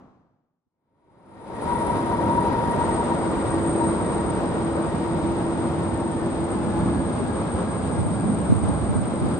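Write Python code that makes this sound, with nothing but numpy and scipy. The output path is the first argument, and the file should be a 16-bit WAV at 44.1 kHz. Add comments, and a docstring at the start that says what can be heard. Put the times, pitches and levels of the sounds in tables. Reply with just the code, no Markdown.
"""Beside an airport apron, heard through two microphone ports: a distant murmur fades to silence, then
an airliner on final approach fades in. Coloured noise makes its jet and airframe roar, and scattered
tones make its fans, which sink as the throttles close, its booms and a hollow airframe hum.
A thin high whine holds its pitch, faint tones lie far off, and late gusts buffet the microphone."""
import sys
import numpy as np
from scipy import signal
from scipy.fft import rfft, irfft, next_fast_len
from scipy.io import wavfile
from scipy.ndimage import uniform_filter1d

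SR = 44100
rng = np.random.default_rng(int(sys.argv[2]) if len(sys.argv) > 2 else 0)


def master(y):
    """Save y as 16-bit WAV."""
    cut = np.clip(np.atleast_2d(y).T, -1, 1)
    pcm = np.round(cut * 32767)  # scale
    wavfile.write(sys.argv[1], SR, pcm.astype(np.int16))


N = 414099
TIME = np.arange(N) / SR  # s
SIZE = next_fast_len(N)
BIN_HZ = np.arange(SIZE // 2 + 1) * SR / SIZE
FREQ = np.maximum(BIN_HZ, 1)  # kept above zero for logarithms


def undb(db):
    """Decibels to gain."""
    return 10 ** (np.asarray(db) / 20)


def unit(x):
    """Scale to rms 1."""
    return x / np.sqrt(np.mean(np.abs(x) ** 2))


def curves(table):
    """Each column of a (s, ..) table at every sample."""
    s, *columns = np.transpose(table)
    return [np.interp(TIME, s, c) for c in columns]


def over_hz(table):
    """Each column of a (Hz, ..) table at every frequency, straight over log frequency."""
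    hz, *columns = np.transpose(table)
    return [np.interp(np.log(FREQ), np.log(hz), c) for c in columns]


def colour_gain(colour):
    """Gain of a (Hz, dB) colour, falling steeply past its last point."""
    return undb(over_hz(colour)[0]) * np.minimum(colour[-1][0] / FREQ, 1) ** 2


def swells(table):
    """Bell-shaped changes of level from (peak s, half-length s, dB, ..) rows, one curve per dB column."""
    return sum(np.outer(dbs, np.exp(-((TIME - s) / half_s) ** 2)) for s, half_s, *dbs in table)


def walk(rate_hz):
    """Smooth random wander of spread 1: noise with its quicker changes removed."""
    smoothing = np.exp(-(BIN_HZ / rate_hz) ** 2)
    return unit(irfft(rfft(rng.standard_normal(SIZE)) * smoothing)[:N])


def pair(x, pan_db):
    """Place a sound between left and right, the left port louder by pan_db."""
    return x * undb(np.array([[pan_db], [-pan_db]]) / 2)


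# How the two microphone ports hear turbulence.
# Each row: frequency in Hz, likeness from 0 to 1, lead of the left port in rad, left minus right in dB.
PORTS = [(60, 0.68, .05, -4.5), (130, 0.89, 0.22, -2.5), (290, 0.76, 0.21, -0.5), (680, 0.7, 0.46, 2.5),
         (1410, 0.41, 0.54, 2.5), (2500, 0.12, 1.1, -0.5), (3200, 0.2, 3.7, -2), (4400, 0.6, 4.4, -4),
         (6600, 0.6, 4.63, -5.5), (8100, 0.25, 11.2, -2), (15000, 1, 9.6, 0)]


def air_noise(colour, band_hz=(20, 16000)):
    """Turbulence noise, partly shared by the ports; their mean has rms 1 inside the band."""
    alike, lead, pan_db = over_hz(PORTS)
    alike = np.clip(alike, 0, 1)
    shared, *own = rfft(rng.standard_normal((3, SIZE)))
    turn = np.array([np.exp(1j * lead), np.ones(len(lead))])
    ports = np.sqrt(alike) * shared * turn + np.sqrt(1 - alike) * np.array(own)
    ports = ports * colour_gain(colour) * undb(np.array([[1], [-1]]) / 2 * pan_db)
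    inside = irfft(ports.mean(axis=0) * (FREQ > band_hz[0]) * (FREQ < band_hz[1]))
    return irfft(ports)[:, :N] / inside.std()


def scatter(width_hz, steady):
    """Wandering strength and phase that spread a tone over a width; a steady tone fades less."""
    offset_hz = ((np.arange(SIZE) + SIZE // 2) % SIZE - SIZE // 2) * SR / SIZE
    chance = rng.standard_normal(SIZE) + 1j * rng.standard_normal(SIZE)
    z = np.fft.ifft(chance / (1 + 2 * (offset_hz / width_hz) ** 2))[:N]
    strength = np.sqrt(uniform_filter1d(np.abs(z) ** 2, int(SR / width_hz)))
    return unit(z / strength ** np.clip(steady, 0, 1))


def tone(hz, width_hz, alike, lead, steady=0):
    """A scattered tone at both ports, about rms 1; the left one leads by a phase angle in rad."""
    alike = np.clip(alike, 0, 1)
    shared, *own = (scatter(width_hz, steady) for _ in range(3))
    z = np.sqrt(alike) * shared + np.sqrt(1 - alike) * np.array(own)
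    phase = 2 * np.pi * np.cumsum(hz * np.ones(N)) / SR
    return np.sqrt(2) * np.real(z * np.exp(1j * np.array([phase + lead, phase])))


# Colour of the murmur across the apron. Each row: frequency in Hz, relative density in dB per Hz.
APRON = [(25, -20), (80, -6), (120, -1), (165, 3), (205, 0), (250, 1), (400, -6.5), (600, -8.5),
         (780, -7.5), (1200, -12.5), (1700, -23.5), (2500, -33), (6000, -44), (14000, -62)]
APRON_DB = -48.5  # as it starts to fade
FADE_DB_PER_S = 57.5  # for the apron's fade-out and the approach's fade-in
BUMP_S, BUMP_HALF_S, BUMP_HZ, BUMP_DB = .675, .011, 200, -74  # a soft low bump in the hush


def apron():
    """Distant idling machines blend into a dull murmur that fades away; one soft bump follows."""
    bump = tone(BUMP_HZ, width_hz=130, alike=.3, lead=0, steady=.8) * undb(BUMP_DB)
    bump = bump * np.exp(-((TIME - BUMP_S) / BUMP_HALF_S) ** 2)
    return air_noise(APRON) * undb(APRON_DB - FADE_DB_PER_S * TIME) + bump


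# Faint steady tones far off. Each row: pitch in Hz, level in dB before swells and panning.
THIN_TONES = [(3945, -68.3), (4734, -70.3)]
# Their flares and dips. Each row: peak in seconds, half-length in seconds, change in dB.
THIN_SWELLS = [(2.48, .09, 4), (2.95, .12, 2), (3.84, 0.065, 9), (6.5, 1.2, -5)]
# A faint whistle near the end. Each row: time in seconds, pitch in Hz, level in dB.
WHISTLE = [(8.5, 9200, -100), (8.68, 9320, -66), (8.85, 9300, -62), (9.1, 9450, -71), (9.39, 9400, -62)]


def thin_tones():
    """Faint far-off tones, slightly scattered, flare up now and then; one short whistle glides."""
    swell_db, = swells(THIN_SWELLS)
    steady = sum(undb(db + swell_db) * tone(hz, width_hz=16, alike=0.54, lead=-1.3, steady=0.63)
                 for hz, db in THIN_TONES)
    hz, db = curves(WHISTLE)
    whistle = tone(hz, width_hz=40, alike=1.0, lead=0) * undb(db)
    return pair(steady, pan_db=10.5) + whistle


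# Core and shoulders of the high whine. Each row: offset in Hz, width in Hz, relative level in dB.
WHINE_PEAKS = [(0, 22, -5), (-8.5, 132, -5.5)]
# The band of hiss around it. Each row: frequency in Hz, relative density in dB per Hz.
WHINE_SKIRT = [(6000, -41), (6950, -13), (7350, -19), (7600, -5), (8100, -9), (8300, 1), (8800, 2),
               (9100, -11.5), (9650, -9.5), (9900, -14), (11000, -26), (13000, -46)]
# Its swells. Each row: peak in seconds, half-length in seconds, change in dB.
WHINE_SWELLS = [(1.7, 0.4, 7.5), (2.36, 0.17, 8.5), (2.68, 0.1, 6), (2.96, 0.1, 7.5), (3.8, 0.54, 8.5),
                (3.86, .035, 4), (4.14, 0.017, 6), (4.3, .04, 3), (6.52, 0.019, 8), (8.3, 1.5, 5.5)]
WHINE_HZ, WHINE_DB, WHINE_SKIRT_DB = 8677, -48, -54  # levels between swells
WHINE_CENTRES_S = 2.78


def whine(shimmer_db=1.53, rough_db=0.9, turn_s=0.15, wide_rad=3.2, skirt_swell=0.58):
    """Perhaps insects in the grass: a shimmering, raspy line in hiss, wide at first, then centred."""
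    lead = wide_rad * np.clip((WHINE_CENTRES_S - TIME) / turn_s + .5, 0, 1)
    swell_db, = swells(WHINE_SWELLS)
    peaks = sum(undb(db) * tone(WHINE_HZ + offset_hz, width_hz, alike=0.99, lead=lead, steady=0.7)
                for offset_hz, width_hz, db in WHINE_PEAKS)
    peaks = peaks * undb(WHINE_DB + swell_db + shimmer_db * walk(28))
    hiss = irfft(rfft(rng.standard_normal(SIZE)) * colour_gain(WHINE_SKIRT))
    hiss = unit(signal.hilbert(hiss)[:N])  # complex, so that its phase can be turned
    skirt = np.sqrt(2) * np.real([hiss * np.exp(1j * lead), hiss])
    skirt = skirt * undb(WHINE_SKIRT_DB + skirt_swell * swell_db)
    return pair((peaks + skirt) * undb(rough_db * walk(28)), pan_db=1.5)


# Gusts on the microphone. Each row: start in seconds, decay in seconds, level in dB before rise and decay.
GUSTS = [(7.98, 0.098, -21), (8.23, 0.25, -32), (8.488, 0.081, -18.5), (8.63, .05, -20), (8.68, 0.02, -22),
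         (8.89, 0.054, -21), (8.95, 0.07, -19), (9.22, 0.04, -18)]
# Colour of the buffeting. Each row: frequency in Hz, relative density in dB per Hz.
BUFFET = [(20, -18), (45, -9), (80, 7), (120, 5), (240, 2.5), (310, -8), (500, -27), (1000, -38),
          (2500, -71)]


def gusts(rise_s=0.0033, own_db=-10):
    """Each eddy hits quickly and dies away, pushing the ports in opposite directions, the right harder."""
    push = 0
    for s, decay_s, db in GUSTS:
        age = np.maximum(TIME - s, 0)
        push = push + undb(db) * (1 - np.exp(-age / rise_s)) * np.exp(-age / decay_s)
    eddy, *own = unit(irfft(rfft(rng.standard_normal((3, SIZE))) * colour_gain(BUFFET))[:, :N])
    buffeting = eddy * np.array([[1], [-1]]) + undb(own_db) * np.array(own)
    return pair(push * buffeting, pan_db=-3.0)


# The hardest eddies thump the microphone housing.
# Each row: start in seconds, pitch in Hz, level in dB at the top of the knock.
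THUMPS = [(8.06, 150, -16), (8.498, 200, -15), (8.52, 242, -6), (8.905, 165, -16)]
THUMP_RISE_S = 0.005


def thumps():
    """A hard eddy gives a dull knock of a few cycles, pushing the two ports in opposite directions."""
    knocks = 0
    for s, hz, db in THUMPS:
        age = np.maximum(TIME - s, 0)
        swell = age / THUMP_RISE_S * np.exp(1 - age / THUMP_RISE_S)
        knocks = knocks + undb(db) * swell ** 2 * np.sin(2 * np.pi * hz * age)
    return pair(knocks * np.array([[-1], [1]]), pan_db=-2.5)


# The hum wavers. Each row: peak in seconds, half-length in seconds, change in dB.
HUM_SWELLS = [(1.2, 0.67, -22), (2.33, 0.083, -0.5), (2.62, .1, -14), (3.13, 0.13, -6.5), (3.8, .22, 4),
              (4.08, 0.082, -9), (5.45, .25, 4), (6.35, 0.079, -2), (6.9, 0.14, 3.5)]
HUM_HZ, HUM_DB = 332.8, -31.5  # level at the knee, between swells
HUM_KNEE_S, HUM_EARLY_FALL_DB_PER_S, HUM_LATE_FALL_DB_PER_S = 4.3, 0.5, 1
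HUM_HOLD_S, HUM_RELEASE_DB_PER_S2 = 6.58, 13  # then it dies away ever faster


def airframe_hum(breadth_db=-7, wander_hz=1.89, waver_db=1.35, lead=.09):
    """A cavity hums in the slipstream, a fine line with a blurred one; its pitch ignores the throttles."""
    age = TIME - HUM_KNEE_S
    trend_db = np.minimum(-HUM_EARLY_FALL_DB_PER_S * age, -HUM_LATE_FALL_DB_PER_S * age)
    release_db = HUM_RELEASE_DB_PER_S2 * np.maximum(TIME - HUM_HOLD_S, 0) ** 2
    swell_db, = swells(HUM_SWELLS)
    phase = 2 * np.pi * np.cumsum(HUM_HZ + wander_hz * walk(4.07)) / SR
    core = np.sqrt(2) * np.cos([phase + lead, phase]) * undb(waver_db * walk(6.5))
    breadth = undb(breadth_db) * tone(HUM_HZ, width_hz=23, alike=0.92, lead=lead, steady=1.0)
    return (core + breadth) * undb(HUM_DB + trend_db - release_db + swell_db)


# Booming surges in the late rumble.
# Each row: peak in seconds, half-length in seconds, pitch in Hz, level in dB at the peak.
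BOOMS = [(6.696, 0.082, 212, -26), (6.83, 0.063, 170.7, -25), (6.95, 0.14, 255, -30.5),
         (7.224, 0.067, 250, -26), (7.373, 0.06, 212, -35), (8.318, 0.12, 206, -27),
         (8.64, 0.04, 225, -29.5), (9.294, 0.17, 340, -34)]


def booms():
    """Narrow bands of the rumble well up and sink again, each at its own pitch."""
    return sum(tone(hz, width_hz=28, alike=0.83, lead=.2, steady=0.52)
               * undb(db) * np.exp(-((TIME - s) / half_s) ** 2)
               for s, half_s, hz, db in BOOMS)


# Colours of the approaching jet, from the lowest exhaust noise through deep rumble, rumble and roar
# to hiss. Each row: frequency in Hz, relative density in dB per Hz.
SUB = [(15, -13), (28, -6.5), (42, 27.5), (52, 28.5), (75, -55)]
DEEP = [(20, -39), (43, -22), (56, -6.5), (66, 1), (88, 4), (105, 1), (125, -6), (220, -43)]
RUMBLE = [(60, -30.5), (100, -2.5), (125, -1.5), (165, 3), (210, 3.5), (270, 1.5), (330, -3), (450, -26),
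          (700, -79)]
ROAR = [(180, -26), (300, 1), (380, 2), (560, 1), (720, -3), (900, -2.5), (1100, -6.5), (1400, -10.5),
        (1750, -19.5), (2100, -21.5), (2700, -43.5), (4000, -52)]
HISS = [(1300, -14), (2200, 9), (2800, 4.5), (3800, 5.5), (4400, -1), (4900, 0), (6000, -7.5), (7500, -6),
        (9600, -17), (11000, -20), (12500, -22), (14500, -26), (16000, -27)]
# Engine power as heard on the ground. Each row: time in seconds, power in dB below its peak.
POWER = [(1.7, -2.5), (2.85, 0), (3.4, -0.7), (4.8, -2.5), (6.2, -5), (6.75, -3.5), (7.9, -4), (9.39, -5)]
# The rumble rolls in swells.
# Each row: peak in seconds, half-length in seconds, change of deep rumble in dB, of rumble in dB.
RUMBLE_SWELLS = [(1.6, 0.33, -1.5, -2.5), (4.0, 0.55, 1, 1.5), (6.88, 0.21, 7, 3), (7.9, 0.32, 4, 0.5),
                 (8.27, 0.26, 2, 3.5), (8.77, 0.28, 9, 0.5)]
ROAR_DB, HISS_DB, SUB_DB = -29, -51, -45  # at peak power
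HISS_DB_PER_DB, SUB_DB_PER_DB = 0.6, 1.5  # how strongly they follow the power
DEEP_DB, RUMBLE_DB = -37, -29.5  # between swells


def jet(flutter_db=0.5, own_db=0.5):
    """Jet and airframe noise follow the power or roll in swells; moving air makes most of it flutter."""
    power_db, = curves(POWER)
    deep_db, rumble_db = swells(RUMBLE_SWELLS)
    # colour, band in Hz that sets its level, level in dB
    regions = [
        (DEEP, (55, 105), DEEP_DB + deep_db),
        (RUMBLE, (115, 290), RUMBLE_DB + rumble_db),
        (ROAR, (380, 800), ROAR_DB + power_db),
        (HISS, (2200, 6000), HISS_DB + HISS_DB_PER_DB * power_db),
    ]
    flutter = flutter_db * walk(11)  # common to the four regions
    noise = sum(air_noise(colour, band_hz) * undb(db + flutter + own_db * walk(24))
                for colour, band_hz, db in regions)
    return noise + air_noise(SUB) * undb(SUB_DB + SUB_DB_PER_DB * power_db)


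# The blade tone swells and dips in the moving air.
# Each row: peak in seconds, half-length in seconds, change in dB.
FAN_SWELLS = [(1.25, 0.46, -2.5), (1.735, 0.048, 9), (1.9, 0.032, 10), (2.14, 0.014, 10), (2.22, 0.014, 0),
              (2.32, 0.033, 7.5), (2.39, 0.012, 6.5), (2.48, 0.018, 3), (2.55, 0.46, 7), (2.83, 0.031, 6),
              (2.9, 0.01, 6), (3.01, 0.013, 9.5), (3.11, 0.026, 6), (3.5, 0.18, -3), (3.84, 0.035, 11.5),
              (5.1, 0.046, 3.5), (5.93, 0.15, 4), (6.8, 0.14, 10), (8.07, 0.07, 4.5)]
FAN_HZ, FAN_SAG_HZ_PER_S = 957, 4.8  # a slow sag in pitch
OPEN_S, OPEN_SPOOL_S, OPEN_RISE_HZ = 1.6, .06, 20  # a nudge of throttle lifts it to that line
THROTTLE_S, SPOOL_S, SPOOL_DROP_HZ = 6.52, .28, 108.4  # the throttles close and the fans run down
FAN_DB, FAN_KNEE_S = -33.5, 2.36  # reference level of the blade tone at the knee, between swells
FAN_EARLY_FALL_DB_PER_S, FAN_LATE_FALL_DB_PER_S = 0.5, 2.5  # faster as the engines turn away
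OCTAVE_DB, OCTAVE_SLOPE_DB_PER_S, OCTAVE_IDLE_DB = -51, 1.95, 6  # at the knee, around it, change at idle
TURBINE_RATIO, TURBINE_DB = 5.5, -73  # a faint turbine whistle, geared to the blade tone


def fans(skirt_db=-6, core_db=-1, skirt_swell=0.72, intake_db=-9, intake_fall_db_per_s=9.0,
         flutter_db=2.0, idle_core_db=-6, wander_hz=3):
    """Blade tone, octave and turbine whistle sink as the fans run down; intake hiss dies away early."""
    idle = .5 + .5 * np.tanh((TIME - THROTTLE_S) / (2 * SPOOL_S))  # 0 to 1
    early = .5 - .5 * np.tanh((TIME - OPEN_S) / (2 * OPEN_SPOOL_S))  # 1 to 0
    hz = FAN_HZ - FAN_SAG_HZ_PER_S * TIME - SPOOL_DROP_HZ * idle - OPEN_RISE_HZ * early
    hz = hz + wander_hz * walk(5.98)
    age = TIME - FAN_KNEE_S
    blade_db = FAN_DB + np.minimum(-FAN_EARLY_FALL_DB_PER_S * age, -FAN_LATE_FALL_DB_PER_S * age)
    octave_db = OCTAVE_DB - OCTAVE_SLOPE_DB_PER_S * np.abs(age) + OCTAVE_IDLE_DB * idle
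    octave_db = octave_db + flutter_db * walk(11)
    swell_db, = swells(FAN_SWELLS)

    # the core weakens at idle, which leaves the blade tone more blurred
    core = undb(core_db + swell_db + idle_core_db * idle + flutter_db * walk(42))
    core = core * tone(hz, width_hz=16.4, alike=0.97, lead=1.0, steady=0.95)
    skirt = undb(skirt_db + skirt_swell * swell_db)
    skirt = skirt * tone(hz, width_hz=77, alike=0.99, lead=1.0, steady=0.94)
    intake = undb(intake_db - intake_fall_db_per_s * TIME)
    intake = intake * tone(hz=2150, width_hz=380, alike=.7, lead=0.77)
    octave = undb(octave_db) * tone(2 * hz, width_hz=57, alike=0.44, lead=0.59)
    turbine = undb(TURBINE_DB) * tone(TURBINE_RATIO * hz, width_hz=30, alike=.8, lead=0)
    blade = (core + skirt + intake) * undb(blade_db)
    return pair(blade, pan_db=5.5) + pair(octave, pan_db=9.0) + turbine


CHANGE_S, FADED_IN_S = 0.66, 1.686  # the approach starts from silence, and is fully in


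def scene():
    """The apron fades to silence, then the approach fades in."""
    surroundings = thin_tones() + whine() + gusts() + thumps()
    airliner = airframe_hum() + booms() + jet() + fans()
    fade_in = undb(FADE_DB_PER_S * np.minimum(TIME - FADED_IN_S, 0))
    floor = undb(FADE_DB_PER_S * (CHANGE_S - FADED_IN_S))  # taken off so that it starts at zero
    return apron() + (surroundings + airliner) * np.maximum(fade_in - floor, 0)


TOP_HZ = 15700


def record(dry):
    """The recorder cuts the top with a steep low-pass."""
    return signal.sosfilt(signal.ellip(12, .2, 80, TOP_HZ, fs=SR, output="sos"), dry)


dry = scene()
out = record(dry)
master(out)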